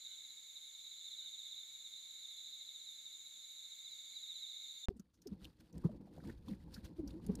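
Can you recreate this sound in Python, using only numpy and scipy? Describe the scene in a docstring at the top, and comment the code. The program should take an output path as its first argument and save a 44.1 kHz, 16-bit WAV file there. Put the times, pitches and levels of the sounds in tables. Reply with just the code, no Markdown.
"""A near cicada sings phrases of quick falling sweeps; others sweep out of step within a noise band of chorus.
A high hissing and a low buzzing kind (band noise), faint chirps, a thin whistle and bird notes lie behind.
The forest stops dead; after a short silence a dull pop (click plus pressure push) opens a moving cabin:
jolting road rumble and body drone (shaped noise), irregular low knocks (damped sines), and trim that
rustles, rattles and ticks (noise and short rings)."""
import sys
import numpy as np
from scipy import signal
from scipy.fft import rfft, irfft
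from scipy.io import wavfile
from scipy.ndimage import uniform_filter1d

SR = 44100
rng = np.random.default_rng(int(sys.argv[2]) if len(sys.argv) > 2 else 0)


def transcribe(u):
    """Save the signal u as a 16-bit wav file named by the first command-line argument.

    u: samples, shape (n,) or (channels, n), limited to [-1, 1]; the rate is SR.
    q: integer samples, one column per channel.
    """
    v = np.clip(np.atleast_2d(u).T, -1, 1)
    q = np.round(v * 32767).astype(np.int16)
    wavfile.write(sys.argv[1], SR, q)


N = 326340
TIME = np.arange(N) / SR
CUT_S, POP_S = 4.857, 4.885
TOP_HZ = 15500


def near_cicada(direct_db=-0.5, echo_db=-8, left_db=-2.5, flutter_db=2.5):
    """Quick, fluttering downward sweeps, heard directly and off the trees."""
    song = syllables(phrased_song(), pitch_hz=3792, scatter_hz=18, fall_hz=519.5, half_length_s=.039)
    song = song * unit(undb(flutter_db * walk(420)))
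    echo = trees(song, t60_s=0.17, side_db=-7.0)
    return (undb(direct_db) * song + undb(echo_db) * echo) * lean(left_db)


# near cicada phrases: (start_s, end_s, sweeps_per_s, crest_level_db); level before direct_db, echo_db
PHRASES = [(0.041, 0.72, 11.3, -56), (0.929, 1.66, 15, -48.5), (1.757, 2.12, 10.2, -53.5),
           (2.245, 2.78, 13.4, -50), (2.888, 3.16, 11.4, -53), (3.452, 4.11, 14.5, -52),
           (4.172, 4.73, 15.1, -47.5)]


def phrased_song(sag_db=1, scatter_db=1.36):
    """Rows (time_s, level_db): even beat within a phrase, weaker at both ends, sweeps differ a little."""
    rows = []
    for start_s, end_s, sweeps_per_s, crest_db in PHRASES:
        times_s = np.arange(start_s, end_s, 1 / sweeps_per_s)
        sag = sag_db * np.linspace(-1, 1, len(times_s)) ** 2
        scatter = scatter_db * rng.standard_normal(len(times_s))
        rows += zip(times_s, crest_db - sag + scatter)
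    return rows


def steady_song(rate_hz, spread_db, unevenness):
    """Rows (time_s, level_db) of a singer that keeps a nearly even beat."""
    times_s = np.cumsum((1 + unevenness * rng.uniform(-1, 1, 180)) / rate_hz)
    levels_db = spread_db * rng.standard_normal(len(times_s))
    return np.column_stack([times_s, levels_db])[times_s < CUT_S]


def syllables(rows, pitch_hz, scatter_hz, fall_hz, half_length_s):
    """In each syllable the ring slides down, fall_hz either side of its pitch, as it swells and fades."""
    out, waver_hz = np.zeros(N), 20 * walk(350)
    for s, level_db in rows:
        near = slice(max(int((s - half_length_s) * SR), 0), int((s + half_length_s) * SR))
        u = np.clip((TIME[near] - s) / half_length_s, -1, 1)
        centre_hz = pitch_hz + scatter_hz * rng.standard_normal()
        phase = tone(centre_hz + waver_hz[near] - fall_hz * u) + 2 * np.pi * rng.random()
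        out[near] += undb(level_db) * np.cos(np.pi * u / 2) ** 2.36 * np.sin(phase)
    return out


# spectrum of the merged chorus: (freq_hz, level_db)
CHORUS_SPECTRUM = [(2900, -32), (3250, -16), (3450, -10), (3650, 1.5), (3850, -14.5), (4030, 4.5),
                   (4150, -14), (4300, -14), (4700, -30.5)]


def far_cicadas(count=3, rate_hz=16.0, echo_db=-4, crowd_db=-2, left_db=-3.0):
    """Others of the same kind sweep out of step; behind them the crowd merges into one band."""
    ring = np.zeros(N)
    for _ in range(count):
        rows = steady_song(rate_hz, spread_db=1, unevenness=.2)
        ring += syllables(rows, pitch_hz=3763, scatter_hz=70.9, fall_hz=361.0, half_length_s=.03)
    echo = unit(trees(ring, t60_s=0.31, side_db=-6.5))
    crowd = colour(stereo_noise(-19), CHORUS_SPECTRUM)
    return unit(unit(ring) + undb(echo_db) * echo + undb(crowd_db) * crowd) * lean(left_db)


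# spectrum of the hissing kind: (freq_hz, level_db)
HISS_SPECTRUM = [(5600, -32), (6200, -19.5), (6600, -5), (7030, -1), (7300, -5.5), (7600, -16.5),
                 (8000, -20.5), (8800, -32.5)]


def hissing_insects(level_db):
    """A high kind merged into a nearly steady noise band."""
    band = colour(stereo_noise(side_db=-2.5, left_db=1.5), HISS_SPECTRUM)
    return band * undb(level_db + 3.0 + 0.22 * walk(120))


# spectrum of the buzzing kind: (freq_hz, level_db)
BUZZ_SPECTRUM = [(1750, -28), (2030, -8.5), (2190, 2.5), (2310, -1.5), (2450, -22.5), (2700, -15.5)]


def buzzing_insects(level_db):
    """A low kind merged into a noise band of unsteady level."""
    band = colour(stereo_noise(side_db=-4.5, left_db=-1.0), BUZZ_SPECTRUM)
    return band * undb(level_db + walk(60))


def high_chirps(level_db=-81.8, rate_hz=26, echo_db=-5):
    """Faint, quick falling chirps tick away far above the chorus."""
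    rows = steady_song(rate_hz, spread_db=1.5, unevenness=.25)
    song = syllables(rows, pitch_hz=11340, scatter_hz=160, fall_hz=700, half_length_s=0.02)
    song = unit(song * undb(3.0 * walk(500)))
    return undb(level_db) * (song + undb(echo_db) * trees(song, t60_s=0.18, side_db=-4))


# thin insect whistle: (time_s, pitch_hz, level_db); level before the direct and tree gains
WHISTLE = [(3.4, 4594, -100), (3.8, 4650, -78), (3.95, 4638, -75), (4.17, 4657, -70), (4.3, 4600, -80),
           (4.85, 4590, -75)]


def insect_whistle():
    """One wavering sine of pulsing level."""
    pitch_hz, level_db = curves(WHISTLE)
    return undb(level_db + 3.2 * walk(40)) * np.sin(tone(pitch_hz + 20 * walk(200)))


# far bird notes: (peak_s, half_pitch_hz, level_db, length_s); level before the direct and tree gains
BIRD = [(0.127, 1530, -73, 0.1), (1.234, 1530, -69.5, 0.051), (2.23, 2290, -77, 0.054)]


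def bird_notes():
    """Short bell-shaped notes with a weak partial an octave below."""
    notes = np.zeros(N)
    for peak_s, half_pitch_hz, level_db, length_s in BIRD:
        phase = tone(half_pitch_hz + 26 * walk(250))
        envelope = undb(level_db) * np.exp(-(2 * (TIME - peak_s) / length_s) ** 2)
        notes += envelope * (np.sin(2 * phase) + 0.25 * np.sin(phase))
    return notes


def small_voices():
    """Whistle and bird notes, direct and scattered by the trees."""
    whistle, notes = insect_whistle(), bird_notes()
    return 0.87 * (whistle + notes) + trees(0.44 * whistle + notes, t60_s=0.22, side_db=-8)


# spectrum of the forest air: (freq_hz, level_db)
AIR_SPECTRUM = [(30, 2.5), (130, -3.5), (230, 0.5), (400, -4), (800, -6), (1400, -1.5), (2700, 2),
                (4600, 6), (5600, 0), (9800, 0), (11300, 2), (13500, 0), (15500, -2)]


def forest_air(level_db=-69.0):
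    """Faint even hiss."""
    return colour(stereo_noise(side_db=-2.5), AIR_SPECTRUM) * undb(level_db)


# insect levels before trims: (time_s, chorus_db, hiss_db, buzz_db)
INSECT_LEVELS = [(0, -49.5, -62.5, -74.5), (.4, -54.5, -64, -76), (1.2, -50.5, -63, -76.5),
                 (1.9, -52.5, -63.5, -76), (2.6, -52, -64, -76.5), (3.3, -54.5, -63.5, -77.5),
                 (4.1, -53, -63, -74), (4.85, -50.5, -63.5, -75.5)]


def forest(chorus_trim_db=-4.0):
    """All the insects and birds over the air."""
    chorus_db, hiss_db, buzz_db = curves(INSECT_LEVELS)
    cicadas = near_cicada() + far_cicadas() * undb(chorus_db + chorus_trim_db)
    others = hissing_insects(hiss_db) + buzzing_insects(buzz_db) + high_chirps() + small_voices()
    return cicadas + others + forest_air()


def trees(x, t60_s, side_db):
    """Trunks and leaves scatter a sound into a short diffuse tail."""
    size = SR // 2
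    tail = stereo_noise(side_db)[:, :size] * 1000 ** (-TIME[:size] / t60_s)
    tail /= np.sqrt(np.sum(tail ** 2) / 2)
    return signal.fftconvolve(x[None], tail, axes=1)[:, :N]


def pop(click_db=-27, click_s=0.00079, push_db=-24, peak_s=0.00577, swell_s=0.0031, release_s=0.00085):
    """A sharp click and a one-sided push of pressure that builds and lets go, dulled by a low-pass."""
    t = np.maximum(TIME - POP_S, 0)
    swell = (peak_s - t) / swell_s
    release = ((t - peak_s) / release_s) ** 2
    push = np.exp(-np.where(t < peak_s, swell, release))
    click = np.exp(-t / click_s)
    pressure = (t > 0) * (undb(click_db) * click + undb(push_db) * push)
    return signal.sosfilt(signal.butter(1, 2500, fs=SR, output="sos"), pressure)


def vehicle(judder_db=3.0, rattle_db=-0.6):
    """Road and body shaken by the ride, trim that rustles and rattles in fits, knocks, ticks and the pop."""
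    road, body, trim = shaking()
    trim = trim * undb(judder_db * walk(70))
    ride = road_rumble(road) + body_drone(body) + trim_rustle(trim)
    return ride + rattle() * trim * undb(rattle_db) + knocks() + ticks() + pop()


# steady ride, before layer trims: (time_s, rumble_db, drone_db, rustle_db)
CRUISE = [(4.9, -70.5, -87, -94), (5.14, -77, -82.5, -93), (5.38, -71, -70, -83.5), (5.67, -74, -76, -85),
          (6.03, -68, -62, -84.5), (6.4, -55.5, -66, -81.5), (6.9, -61, -60, -86.5), (7.4, -62, -57.5, -84)]
# bumps that shake the whole cabin, before layer trims: (peak_s, rumble_db, decay_s, rustle_db)
JOLTS = [(4.92, -62, 0.063, -93), (5.334, -56.5, 0.047, -82), (5.446, -56, 0.039, -70),
         (5.613, -59.5, 0.024, -78.5), (5.771, -50, 0.042, -74.5), (5.855, -49.5, 0.058, -80.5),
         (5.951, -52, .025, -91), (6.172, -53.5, 0.041, -76.5), (6.26, -51.5, 0.039, -72),
         (6.306, -50, 0.029, -70.5), (6.506, -47, .035, -69), (6.77, -56, 0.1, -75.5),
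         (6.853, -49.5, 0.025, -69.5), (7.006, -46.5, 0.02, -78), (7.09, -48.5, 0.044, -70.5),
         (7.311, -46.5, 0.094, -72.5), (7.395, -49, 0.016, -69)]


def shaking(swell_share=0.79, drone_re_rumble_db=-3.5):
    """Gains of rumble, drone and rustle: the ride plus, in power, a surge that dies away after each bump."""
    road, body, trim = undb(curves(CRUISE))
    for peak_s, rumble_db, decay_s, rustle_db in JOLTS:
        surge = blow(TIME - peak_s, swell_share * decay_s, decay_s)
        road = np.hypot(road, undb(rumble_db) * surge)
        body = np.hypot(body, undb(rumble_db + drone_re_rumble_db) * surge)
        trim = np.hypot(trim, undb(rustle_db) * surge)
    return road, body, trim


# spectrum of the road: (freq_hz, level_db)
ROAD_SPECTRUM = [(15, -8.5), (35, -10), (58, 7), (90, -1), (130, -5.5), (220, -32.5)]


def road_rumble(gain, trim_db=-2.0):
    """Deep noise that follows the shaking."""
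    return colour(rng.standard_normal(N), ROAD_SPECTRUM) * gain * undb(trim_db)


# modes of the padded panels, before knock gains: (peak_s, peak_db, pitch_hz, decay_s)
KNOCKS = [(4.91, -44, 391, 0.0081), (4.968, -51.5, 232, 0.0093), (5.002, -44, 198, 0.0074),
          (5.266, -43.5, 391, 0.0083), (5.284, -48.5, 267, 0.016), (5.326, -37, 200.5, 0.011),
          (5.426, -50, 191, 0.014), (5.77, -42, 176.7, .011), (5.848, -41.5, 319, 0.0083),
          (5.857, -22.5, 158.5, 0.0089), (5.896, -48.5, 620, 0.0058), (5.908, -45, 217, 0.016),
          (6.176, -51, 212.7, 0.0085), (6.303, -39.5, 282.2, 0.002), (6.497, -44, 241.4, 0.022),
          (6.525, -37, 195.6, 0.015), (6.785, -44, 198, 0.0084), (6.999, -36, 331.3, 0.014),
          (7.045, -39.5, 279, 0.018), (7.153, -44.5, 319, .028), (7.275, -41, 187, 0.014),
          (7.3, -27, 194.7, 0.0096), (7.301, -39, 424.3, 0.015), (7.34, -43.5, 241.8, 0.014)]
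# spectrum of a knock's thud: (freq_hz, level_db)
THUD_SPECTRUM = [(30, -16.5), (150, -1), (400, 1.5), (700, -22), (1100, -24), (1600, -35), (4000, -44)]


def knocks(overtone_db=-24, thud_db=-19, wobble=0.0708, swell_share=0.79):
    """Bumps load a padded panel: it rings unevenly a few cycles with a weak upper mode and a dull thud."""
    out, force = np.zeros((2, N))
    load = wobble * walk(160)  # relative pitch flutter
    for peak_s, peak_db, pitch_hz, decay_s in KNOCKS:
        near = slice(int((peak_s - .1) * SR), int((peak_s + .2) * SR))
        envelope = undb(peak_db) * blow(TIME[near] - peak_s, swell_share * decay_s, decay_s)
        bend = load[near] - np.average(load[near], weights=envelope ** 2)  # mean pitch stays pitch_hz
        phase = tone(pitch_hz * (1 + bend)) + 2 * np.pi * rng.random()
        out[near] += envelope * (np.sin(phase) + undb(overtone_db) * np.sin(1.87 * phase))
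        force[near] += envelope
    return out + undb(thud_db) * force * colour(rng.standard_normal(N), THUD_SPECTRUM)


# spectrum of the cabin body: (freq_hz, level_db)
BODY_SPECTRUM = [(70, -17), (130, -0.5), (190, 2.5), (260, -2), (320, 0.5), (390, -13.5), (510, -9.5),
                 (630, -24.5), (800, -23.5), (970, -22.5), (1250, -44), (2500, -43.5)]


def body_drone(gain, trim_db=1):
    """Low noise of the cabin body, jolting and unsteady."""
    return colour(rng.standard_normal(N), BODY_SPECTRUM) * gain * undb(trim_db + 2.85 * walk(45))


# trim slips, before tick_db: (peak_s, peak_rms_db, ring_hz, decay_s)
TICKS = [(4.97, -76, 8500, 0.009), (4.998, -58.5, 6160, 0.0036), (5.0, -76.5, 1360, 0.015),
         (5.147, -78.5, 6000, 0.017), (5.221, -65, 5830, .006), (5.273, -54, 5400, 0.0046),
         (5.446, -52.5, 3450, 0.0032), (5.453, -49, 3120, 0.0023), (5.606, -69, 5430, 0.003),
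         (5.729, -68, 6150, 0.0044), (5.781, -59.5, 8300, 0.002), (5.847, -56.5, 1040, 0.014),
         (6.078, -66, 700, 0.015), (6.183, -54.5, 590, .0075), (6.204, -66.5, 1650, 0.0079),
         (6.24, -60, 814, 0.0039), (6.3, -56.5, 1700, 0.0074), (6.484, -56, 920, 0.0034),
         (6.486, -60, 3650, 0.0062), (6.535, -61.5, 2170, 0.0018), (6.682, -67, 870, 0.01),
         (6.744, -52, 4700, 0.0096), (6.767, -60.5, 1580, 0.012), (6.851, -61, 5950, 0.0046),
         (7.078, -55, 5000, 0.0046), (7.108, -61.5, 3870, .004), (7.2, -65, 970, 0.0073),
         (7.266, -54.5, 9700, 0.0034), (7.3546, -48.5, 8150, 0.0027)]
# spectrum of the scrape that goes with a tick: (freq_hz, level_db)
SCRAPE_SPECTRUM = [(1500, -10.5), (3000, -5.5), (5000, 2.5), (7000, 2.5), (8500, -6.5), (9700, 2.5),
                   (11000, -7), (13000, 1), (15500, -11)]


def ticks(tick_db=-0.5, scrape_db=-3, scrape_hz=6000, width=0.26):
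    """Loose trim slips in bursts, each ringing its own noise band; the higher the ring, the more scrape."""
    out, size = np.zeros(N), SR // 5
    scrape = undb(scrape_db) * colour(rng.standard_normal(N), SCRAPE_SPECTRUM)
    for peak_s, peak_rms_db, ring_hz, decay_s in TICKS:
        near = slice(int(peak_s * SR) - size // 2, int(peak_s * SR) + size // 2)
        t = TIME[near] - peak_s
        envelope = blow(t, decay_s / 2, decay_s)
        edges_hz = np.clip([ring_hz * (1 - width / 2), ring_hz * (1 + width / 2)], 100, TOP_HZ)
        band = signal.butter(2, edges_hz, "band", fs=SR, output="sos")
        ring = envelope * signal.sosfilt(band, rng.standard_normal(len(t)))
        ring *= np.linalg.norm(envelope) / np.linalg.norm(ring)
        hardness = ring_hz / scrape_hz
        burst = ring + hardness * envelope * scrape[near]
        out[near] += undb(peak_rms_db + tick_db) * burst / np.hypot(1, hardness * undb(scrape_db))
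    return out


# spectrum of the trim, rattle and rustle alike: (freq_hz, level_db)
TRIM_SPECTRUM = [(600, -1.5), (1000, -1.5), (1300, -0.5), (1700, 0), (2200, -4.5), (3200, -2), (4500, 0.5),
                 (6000, -8.5), (8500, -10.5), (9200, -6.5), (9650, -3), (10200, -14), (13000, -9),
                 (15500, -16)]


def rattle(count=2200, cycles=10, spread_db=3.0):
    """A dense patter of tiny contacts, each ringing one small part for a few cycles."""
    out, t = np.zeros(N + SR), TIME[:SR // 20]
    for when, pitch, size in rng.random((count, 3)):
        start = int(SR * POP_S + when * (N - SR * POP_S))
        ring_hz = 500 * 24 ** pitch
        strength = undb(spread_db * min(-np.log(1 - size), 3.5)) * np.sqrt(ring_hz)
        ring = np.exp(-2 * ring_hz * t / cycles) * np.sin(2 * np.pi * ring_hz * t)
        out[start:start + len(t)] += strength * ring
    return colour(out[:N], TRIM_SPECTRUM) * np.sqrt(1 - POP_S * SR / N)  # rms about 1 over the ride


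def trim_rustle(gain, trim_db=0.0):
    """Finely flickering noise of the trim."""
    return colour(rng.standard_normal(N), TRIM_SPECTRUM) * gain * undb(trim_db + 2 * walk(400))


def blow(t, swell_s, decay_s):
    """Envelope of a cushioned contact: it builds to a peak at t = 0 and is damped away."""
    return np.exp(-np.where(t < 0, (t / swell_s) ** 2, np.abs(t / decay_s) ** 1.09))


def undb(db):
    """Decibels to gain."""
    return 10 ** (np.asarray(db) / 20)


def unit(x):
    """Scale to rms 1."""
    return x / np.sqrt(np.mean(x ** 2))


def lean(left_db):
    """Channel gains that set left against right by left_db."""
    return undb([[left_db / 2], [-left_db / 2]])


def curves(table):
    """The columns of a table, joined by straight lines in time."""
    time_s, *columns = np.transpose(table)
    return [np.interp(TIME, time_s, c) for c in columns]


def colour(x, points):
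    """Filter by a spectrum of (freq_hz, level_db) points that falls away beyond its ends; rms 1."""
    hz, db = np.transpose(sorted(points))
    f = np.maximum(np.arange(N // 2 + 1) * SR / N, 1)
    skirts = np.minimum(f / hz[0], 1) ** 2 * np.minimum(hz[-1] / f, 1) ** 10
    gain = undb(np.interp(np.log(f), np.log(hz), db)) * skirts
    return unit(irfft(rfft(x) * gain, N))


def stereo_noise(side_db, left_db=0):
    """White noise in two channels with a given side-to-mid level and lean to the left."""
    mid, side = rng.standard_normal((2, N))
    return unit((mid + undb(side_db) * np.array([side, -side])) * lean(left_db))


def walk(rate_hz):
    """Random levels held 1 / rate_hz and smoothed twice; rms 1."""
    k = int(SR / rate_hz)
    steps = np.repeat(rng.standard_normal(N // k + 1), k)
    return unit(uniform_filter1d(uniform_filter1d(steps, k), k)[:N])


def tone(hz):
    """Phase of an oscillator that follows a pitch curve."""
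    return 2 * np.pi * np.cumsum(hz) / SR


def scene():
    """The forest stops dead; after a short silence the ride begins."""
    forest_on = np.clip((CUT_S - TIME) / .002, 0, 1)
    return forest() * forest_on + vehicle() * (TIME >= POP_S)


def record(dry):
    """A steep low-pass cuts the top above TOP_HZ."""
    return signal.sosfilt(signal.ellip(10, .2, 70, TOP_HZ, fs=SR, output="sos"), dry)


dry = scene()
out = record(dry)
transcribe(out)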